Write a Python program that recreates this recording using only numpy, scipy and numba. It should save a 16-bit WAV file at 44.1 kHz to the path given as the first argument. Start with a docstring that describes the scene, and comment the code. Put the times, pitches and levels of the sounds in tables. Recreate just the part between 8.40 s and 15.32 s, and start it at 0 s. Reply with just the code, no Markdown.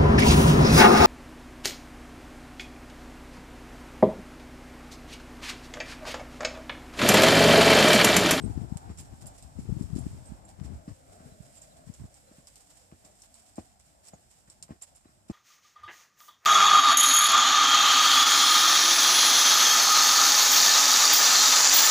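"""A sand paddock beside far traffic, heard from the rail by a microphone with two ports.
A horse canters on a line: hooves thud (falling sines, noise) and throw sand (coloured grains).
The snap hook of the line jingles (decaying steel modes) and small birds call (gliding sines).
A breeze buffets the ports, the left one most (swirling grains), then dies down over the traffic
and a soft hiss (both filtered noise)."""
import sys
import numpy as np
from scipy import signal
from scipy.fft import rfft, irfft
from scipy.io import wavfile
from scipy.ndimage import uniform_filter1d
from numba import njit

SR = 44100
rng = np.random.default_rng(int(sys.argv[2]) if len(sys.argv) > 2 else 0)


def wav_out(sig):
    """Save sig, one row per channel (or a flat mono array), as 16-bit PCM at SR to the path in sys.argv[1]."""
    wavfile.write(sys.argv[1], SR, np.round(np.clip(np.atleast_2d(sig).T, -1, 1) * 32767).astype(np.int16))


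N = 305172
T = np.arange(N) / SR
RIGHT_LAG = 18  # samples by which sound reaches the right port later


def undb(db):
    """Gain of a level in dB."""
    return 10 ** (np.asarray(db) / 20)


def unit(x):
    """Scale to rms 1."""
    return x / np.sqrt(np.mean(x ** 2))


def curves(table):
    """Columns of a time table, interpolated to one value a sample."""
    s, *columns = np.transpose(table)
    return [np.interp(T, s, c) for c in columns]


def colour(x, points):
    """Filter a noise through (frequency [Hz], gain [dB]) points, falling steeply beyond the ends."""
    hz, db = np.transpose(points)
    log_hz = np.log(np.maximum(np.arange(N // 2 + 1) * SR / N, 1))
    below = np.maximum(np.log(hz[0]) - log_hz, 0)
    above = np.maximum(log_hz - np.log(hz[-1]), 0)
    gain_db = np.interp(log_hz, np.log(hz), db) - 10.7 * (below + above)
    return irfft(rfft(x) * undb(gain_db), N)


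@njit
def svf(x, hz, q):
    """State-variable band-pass with a moving centre, gain 1 there."""
    y, b, l = np.empty(len(x)), 0., 0.
    for i in range(len(x)):
        g = np.tan(np.pi * hz[i] / SR)
        v = (b + g * (x[i] - l)) / (1 + g * (g + 1 / q))
        b, l, y[i] = 2 * v - b, l + 2 * g * v, v / q
    return y


def band(x, hz, width_hz):
    """Fixed band-pass."""
    return svf(x, np.full(N, 1. * hz), hz / width_hz)


def walk(rate):
    """Random levels held 1 / rate s, then smoothed twice; spread near 1."""
    hold = int(SR / rate)
    steps = np.repeat(rng.standard_normal(N // hold + 1), hold)
    return 1.93 * uniform_filter1d(uniform_filter1d(steps, hold), hold)[:N]


def grains(rate, spread_db):
    """Scattered clicks of very uneven size, about rate of them a second, rms 1."""
    hit = rng.random(N) < rate / SR
    return unit(hit * rng.choice([-1, 1], N) * undb(spread_db * rng.exponential(size=N)))


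def add(out, s, x):
    """Mix x in from time s."""
    i = max(int(s * SR), 0)
    out[..., i:i + x.shape[-1]] += x[..., :N - i]


def burst(t60, rise):
    """Time and envelope that swells for about rise s, then dies away by 60 dB in t60 s; peak 1."""
    t = np.arange(int(.4 * SR)) / SR
    swell = (1 - np.exp(-t / max(rise, 1e-4))) ** 2
    shape = swell * np.exp(-np.log(1000) * t / max(t60, .002))
    return t, shape / shape.max()


# traffic spectrum: (frequency [Hz], gain [dB])
TRAFFIC_COLOUR = [(40, 10.5), (70, 7), (120, 2.5), (270, 0), (400, -6.5), (950, -11), (1400, -9),
                  (2500, -26.5), (4000, -29.5)]
# tyre roar sinks in pitch as a far car passes, another follows: (time [s], centre [Hz])
TYRE_ROAR = [(0, 802), (2.35, 693), (2.7, 610), (4.0, 640), (4.7, 710)]
ROAR_Q, ROAR_DB = 2.15, 10


def drone():
    """Tyre and engine noise from far off: each slice of the spectrum wavers on its own."""
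    noise = rng.standard_normal(N)
    wavering = np.zeros(N)
    for k, hz in enumerate(40 * 2 ** np.arange(0, 7, 1 / 3)):  # third octaves
        waver_db = min(2.1, 1000 / hz) * walk(12)
        # neighbouring slices in opposite phase
        wavering += (-1) ** k * band(noise, hz, hz / 4) * undb(waver_db)
    rumble = colour(wavering, TRAFFIC_COLOUR)
    roar_hz, = curves(TYRE_ROAR)
    roar = svf(svf(rumble, roar_hz, ROAR_Q), roar_hz, ROAR_Q)
    return unit(rumble + undb(ROAR_DB) * roar)


# hiss spectrum: (frequency [Hz], gain [dB])
HISS_COLOUR = [(1800, 2), (4400, 0), (6000, -1.5), (10000, -2.5), (14000, -5.5)]
# far background: (time [s], traffic gain [dB], hiss gain [dB])
FAR_LEVELS = [(0, -48.5, -67.5), (.9, -59, -70), (1.5, -60.5, -66), (1.9, -54, -66), (2, -54.5, -73.5),
              (2.55, -59, -69.5), (2.95, -57.5, -68), (3.2, -59, -67.5), (4.1, -64.5, -69),
              (5.3, -66, -72.5), (5.6, -66.5, -71.5), (6.92, -68.5, -74.5)]


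def far():
    """Traffic partly shared by the ports, late at the right, and a hiss that comes from all round."""
    traffic_db, hiss_db = curves(FAR_LEVELS)
    ahead, left, right = drone(), drone(), drone()
    hiss = np.array([unit(colour(rng.standard_normal(N), HISS_COLOUR)) for _ in range(2)])
    road = np.array([ahead + 0.98 * left, np.roll(ahead, RIGHT_LAG) + 0.27 * right])
    sway_db, flicker_db = 1.6 * walk(16), 0.9 * walk(20)
    return road * undb(traffic_db + sway_db) + hiss * undb(hiss_db + flicker_db)


# air between the puffs: (time [s], left level [dB], right level [dB])
AIR_LEVELS = [(0, -48, -55), (.9, -53, -51.5), (1.13, -66, -65), (1.4, -36, -48.5), (2.1, -52, -66),
              (2.7, -84, -61.5), (3.4, -93, -61.5), (4.1, -71.5, -68)]
# puffs of wind on one port: (time at full level [s], hold [s], level [dB], port [0 left, 1 right])
WIND_PUFFS = [(0.0, 0.043, -31.5, 0), (0.046, 0.04, -28, 0), (0.073, 0.096, -46.5, 1),
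              (0.162, 0.069, -28, 0), (0.286, 0.034, -36, 0), (0.462, 0.05, -35.5, 0),
              (0.507, 0.13, -51, 1), (0.588, 0.031, -38, 0), (0.725, 0.012, -35.5, 0),
              (0.823, 0.041, -36.5, 0), (1.028, 0.042, -44, 0), (1.176, 0.014, -33, 0),
              (1.187, 0.054, -44.5, 1), (1.262, 0.17, -32, 0), (1.503, 0.16, -32.5, 0),
              (1.662, 0.089, -43, 1), (1.692, 0.089, -38.5, 0), (1.888, 0.046, -42.5, 1),
              (2.194, 0.15, -35, 0), (2.337, 0.033, -41.5, 1), (2.498, 0.019, -39, 0),
              (3.475, 0.027, -39.5, 0), (3.592, 0.047, -44, 0), (3.604, 0.031, -40.5, 1)]
PUFF_RISE_DB_S, PUFF_FALL_DB_S = 797, 340  # dB per second


def wind_db():
    """Wind level on each port: slowly changing air plus puffs that rise, hold and fall away."""
    power = undb(curves(AIR_LEVELS)) ** 2
    for s, hold, db, port in WIND_PUFFS:
        rise_db = PUFF_RISE_DB_S * np.maximum(s - T, 0)
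        fall_db = PUFF_FALL_DB_S * np.maximum(T - s - hold, 0)
        power[int(round(port))] += undb(db - rise_db - fall_db) ** 2
    return 10 * np.log10(power)


# strongest single eddies: (time [s], level before filtering [dB], pitch [Hz], port [0 left, 1 right])
STRONG_EDDIES = [(0.062, -18, 170, 0), (0.177, -19.5, 191, 0), (0.217, -20.5, 140, 0),
                 (0.324, -16.5, 162, 0), (0.36, -20.5, 125, 0), (1.19, -16.5, 182, 0), (1.292, -20, 110, 0),
                 (1.325, -13.5, 133, 0), (1.412, -14.5, 181, 0), (1.533, -16.5, 123, 0),
                 (1.563, -14.5, 197, 0), (1.586, -19.5, 198, 0), (1.667, -18, 201, 0), (1.921, -25, 161, 1),
                 (2.215, -22.5, 140, 0), (2.304, -27, 140, 0), (2.862, -35, 125, 0), (2.923, -38.5, 170, 0),
                 (3.007, -30.5, 132, 1), (3.5, -25, 140, 0)]


def breeze():
    """Eddies tumble past each port on their own; a stronger gust swirls higher and rustles at the rim."""
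    out, rustle = np.zeros((2, 2, N))
    for port, rim, db in zip(out, rustle, wind_db()):
        swirl_hz = np.clip(75 * 2 ** ((db + 46.0) / 40 + 0.22 * walk(24.95)), 40, 400)
        eddies = unit(svf(svf(grains(170, 3.77), swirl_hz, 1.0), swirl_hz, 0.89))
        heave = unit(band(rng.standard_normal(N), 60, 33))
        # the port chokes on the largest swings
        choked = 2.74 * np.tanh(eddies / 2.32)
        port += (choked + undb(-7.0) * heave) * undb(db)
        rim += unit(band(grains(3000, 2.3), 870, 630)) * undb(0.51 * db - 43.5)
    for s, db, hz, port in STRONG_EDDIES:
        t = np.arange(-SR // 50, SR // 50) / SR
        swirl = np.exp(-(t * hz / 0.45) ** 2) * np.sin(2 * np.pi * hz * t - 0.6)
        add(out[int(round(port))], s - .021, undb(db) * swirl)
    low_pass = signal.butter(4, 430, fs=SR, output="sos")
    return signal.sosfilt(low_pass, out) + rustle


# bird notes: (time [s], length [s], start pitch [Hz], end pitch [Hz], level before the waver [dB])
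BIRD_NOTES = [(0.006, 0.035, 8500, 8200, -63.5), (0.036, 0.026, 8200, 8540, -60),
              (1.839, 0.054, 9050, 8270, -65), (2.89, 0.07, 4100, 3980, -75),
              (3.155, 0.035, 7450, 7380, -66), (3.285, 0.06, 3980, 3840, -73),
              (3.854, 0.05, 3980, 4100, -76), (4.845, 0.03, 3520, 3610, -72),
              (5.722, 0.032, 7150, 6850, -65), (6.662, 0.02, 3930, 3900, -74)]


def birds():
    """Thin whistles that glide quickly at first, then level off, never quite steady."""
    out, waver = np.zeros(N), walk(120)
    for s, length, start_hz, end_hz, db in BIRD_NOTES:
        n = int(length * SR)
        shake = waver[int(s * SR):][:n]
        glide_hz = end_hz + (start_hz - end_hz) * np.linspace(1, 0, n) ** 2
        hz = glide_hz * (1 + .012 * shake)
        whistle = np.hanning(n) * np.sin(2 * np.pi * np.cumsum(hz) / SR)
        add(out, s, undb(db + 1.6 * shake[::-1]) * whistle)
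    return out


# steel modes of the snap hook: (frequency [Hz], relative level [dB], t60 [s])
HOOK_MODES = [(6970, -6.5, 0.027), (7450, 0, 0.029), (8120, -13, 0.03), (9590, -0.5, 0.029),
              (11700, -19, 0.03), (12720, -33, 0.21)]
# the hook knocks its ring: (time [s], level before the mode mix [dB], brightness [dB per octave])
HOOK_KNOCKS = [(0.586, -56.5, -8), (0.606, -60, 27), (0.8664, -57.5, 28), (1.5878, -58.5, 18),
               (2.05, -64.5, -3), (3.217, -56, -24), (6.224, -70, 32), (6.4208, -47.5, 3), (6.557, -67, 22)]


def hook():
    """Every knock rings the same steel modes, each time in another mix."""
    out = np.zeros(N)
    mix = rng.standard_normal((len(HOOK_KNOCKS), len(HOOK_MODES)))
    for (s, db, bright_db), row in zip(HOOK_KNOCKS, mix):
        for (hz, mode_db, t60), chance in zip(HOOK_MODES, row):
            t, shape = burst(t60, 0.00035)
            tilt_db = bright_db * np.log2(hz / 7600)
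            ring = shape * np.sin(2 * np.pi * hz * t + chance)
            add(out, s, undb(db + mode_db + tilt_db + 1.6 * chance) * ring)
    return out


# sand spectrum: (frequency [Hz], gain [dB])
SAND_COLOUR = [(700, 7), (1500, -0.5), (3000, 0.5), (6000, -0.5), (10000, -2), (14000, -8.5)]
# sand thrown by the hooves:
# (time [s], shower level [dB], decay t60 [s], first crack above the shower, before its filter [dB])
SAND_SPRAYS = [(0.368, -51, 0.033, -6.5), (0.5724, -56.5, 0.19, 4), (0.8072, -60, 0.11, -1),
               (0.856, -60.5, 0.25, 8), (0.977, -61, 0.087, 7), (1.023, -65, 0.23, 18.5),
               (1.19, -61, 0.12, 4), (1.422, -66, 0.098, 14.5), (1.551, -58, 0.16, 8),
               (1.8542, -71, 0.37, 17), (2.2325, -60.5, 0.13, -5), (3.02, -65.5, 0.089, -2),
               (3.152, -61, 0.11, 4), (3.219, -61, 0.19, 11), (3.537, -62, 0.095, 12.5),
               (3.7402, -67, 0.11, 13), (4.0694, -60.5, 0.12, 15), (4.155, -64, 0.18, 17.5),
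               (4.647, -69, 0.071, 15), (4.711, -70, 0.057, 5), (4.797, -70, 0.13, 6),
               (4.818, -64.5, 0.19, 16.5), (4.9404, -64.5, 1, 14.5), (5.155, -64.5, 0.72, 10.5),
               (5.392, -66.5, 0.1, 2), (5.65, -68.5, 0.06, 14), (5.668, -63, 0.048, 5),
               (5.682, -62.5, 0.046, 15.5), (5.901, -66, 0.17, 3), (6.098, -63, 0.12, 15),
               (6.224, -59, 0.11, 20.5), (6.411, -54.5, 0.13, -6), (6.548, -64.5, 0.067, 3),
               (6.88, -65, 0.035, -6)]
SCUFF_DB, SCUFF_SPREAD_DB = -73, 7  # softest scuff, range above it


def sprays():
    """A clod cracks apart, then grains shower over a wide patch, so each port hears its own."""
    shower, crack = np.zeros(N), np.zeros(N)
    for s, db, t60, crack_db in SAND_SPRAYS:
        add(shower, s, undb(db) * burst(t60, 0.0069)[1])
        add(crack, s + 0.00157, undb(db + crack_db) * burst(0.0085, 0.0001)[1])
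    # lesser scuffs fall at random times
    for s, size in rng.random((40, 2)):
        add(shower, s * T[-1], undb(SCUFF_DB + SCUFF_SPREAD_DB * size) * burst(0.17, 0.013)[1])
    both, left, right = (unit(colour(grains(4000, 2.32), SAND_COLOUR)) for _ in range(3))
    patter = shower * undb(1.25 * walk(150))
    crack_band = signal.butter(2, [3800, 10000], "band", fs=SR, output="sos")
    snap = signal.sosfilt(crack_band, crack * rng.choice([-1, 1], N))
    return snap + 0.1 * patter * both, patter * np.array([left, right])


# hoof beats: (time [s], thud level at the hoof [dB], thud start pitch [Hz], knock above the thud [dB])
HOOF_BEATS = [(0.498, -30.5, 162, -25), (2.244, -35.5, 150, -25), (2.476, -30, 215, -21),
              (2.802, -42.5, 174, -14), (3.911, -50, 300, -21), (3.981, -46, 194, -23),
              (4.521, -41, 183, -9), (4.647, -52.5, 231, -31.5), (5.1798, -30.5, 270, 1),
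              (5.7328, -40, 204, 0.5), (6.079, -50.5, 143, -13), (6.29, -46, 199, 0),
              (6.3039, -33, 188, -8), (6.653, -49, 294, -5.5), (6.689, -59, 200, -13),
              (6.896, -26.5, 249, -11)]


def hooves():
    """The knock of the hoof wall, a short falling thud, and a late boom through the packed ground."""
    out = np.zeros(N)
    rumble = unit(band(rng.standard_normal(N), 258, 90))
    crunch = unit(band(band(grains(900, 3.6), 1200, 1200), 1270, 1500))
    for onset, db, hz, knock_db in HOOF_BEATS:
        s = onset + 0.0015  # the sand gives a moment before it stops the hoof
        t, shape = burst(0.016, 0.0031)
        thud = shape * np.sin(2 * np.pi * hz * t * (1 - 12 * t))
        add(out, s, undb(db) * thud)
        t, shape = burst(0.0068, 0.0006)
        knock = shape * np.sin(2 * np.pi * 600 * t)
        add(out, s, undb(db + knock_db) * knock)
        t, shape = burst(0.056, 0.013)
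        boom = shape * np.sin(2 * np.pi * 85 * t)
        add(out, s, undb(db - 13.5) * boom)
        t, shape = burst(0.17, 0.00019)
        i = np.minimum(int(s * SR) + np.arange(len(t)), N - 1)
        add(out, s, undb(db - 20.0) * shape * rumble[i])
        # the toe starts to grind through the grit just before it lands
        add(out, s - 0.013, undb(0.28 * db - 57) * burst(0.16, 0.0023)[1] * crunch[i])
    return out


def scene():
    """The paddock, nearer the left port; fences and sheds smear its sound but return little bass."""
    sand, scattered = sprays()
    near = hooves() + sand + hook() + birds()
    t, tail = burst(0.05, 0.0019)
    thin = signal.sosfilt(signal.butter(2, 450, "high", fs=SR, output="sos"), near)
    echo = []
    for _ in range(2):  # one for each port
        smear = undb(-25.0) * tail * rng.standard_normal(len(t))
        echo.append(signal.fftconvolve(thin, smear)[:N])
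    direct = np.array([undb(3.0) * near, undb(1.5) * np.roll(near, RIGHT_LAG)])
    return direct + echo + scattered + far() + breeze()


# cavity resonances of each microphone port: (centre [Hz], width [Hz], gain [dB])
LEFT_CAVITY = [(5336, 740, 6)]
RIGHT_CAVITY = [(7090, 850, 12.75), (8236, 750, 18.16), (10760, 1300, 0.97)]
TOP_HZ = 14700


def record(dry):
    """Ports add cavity resonances, neighbours in opposite phase; the recorder cuts deep bass and top."""
    ported = []
    for x, cavity in zip(dry, (LEFT_CAVITY, RIGHT_CAVITY)):
        resonance = np.zeros(N)
        for k, (hz, width_hz, db) in enumerate(cavity):
            resonance += (-1) ** k * undb(db) * band(x, hz, width_hz)
        ported.append(x + resonance)
    thin = signal.sosfilt(signal.butter(2, 55, "high", fs=SR, output="sos"), ported)
    return signal.sosfilt(signal.ellip(10, .2, 70, TOP_HZ, fs=SR, output="sos"), thin)


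dry = scene()
out = record(dry)
wav_out(out)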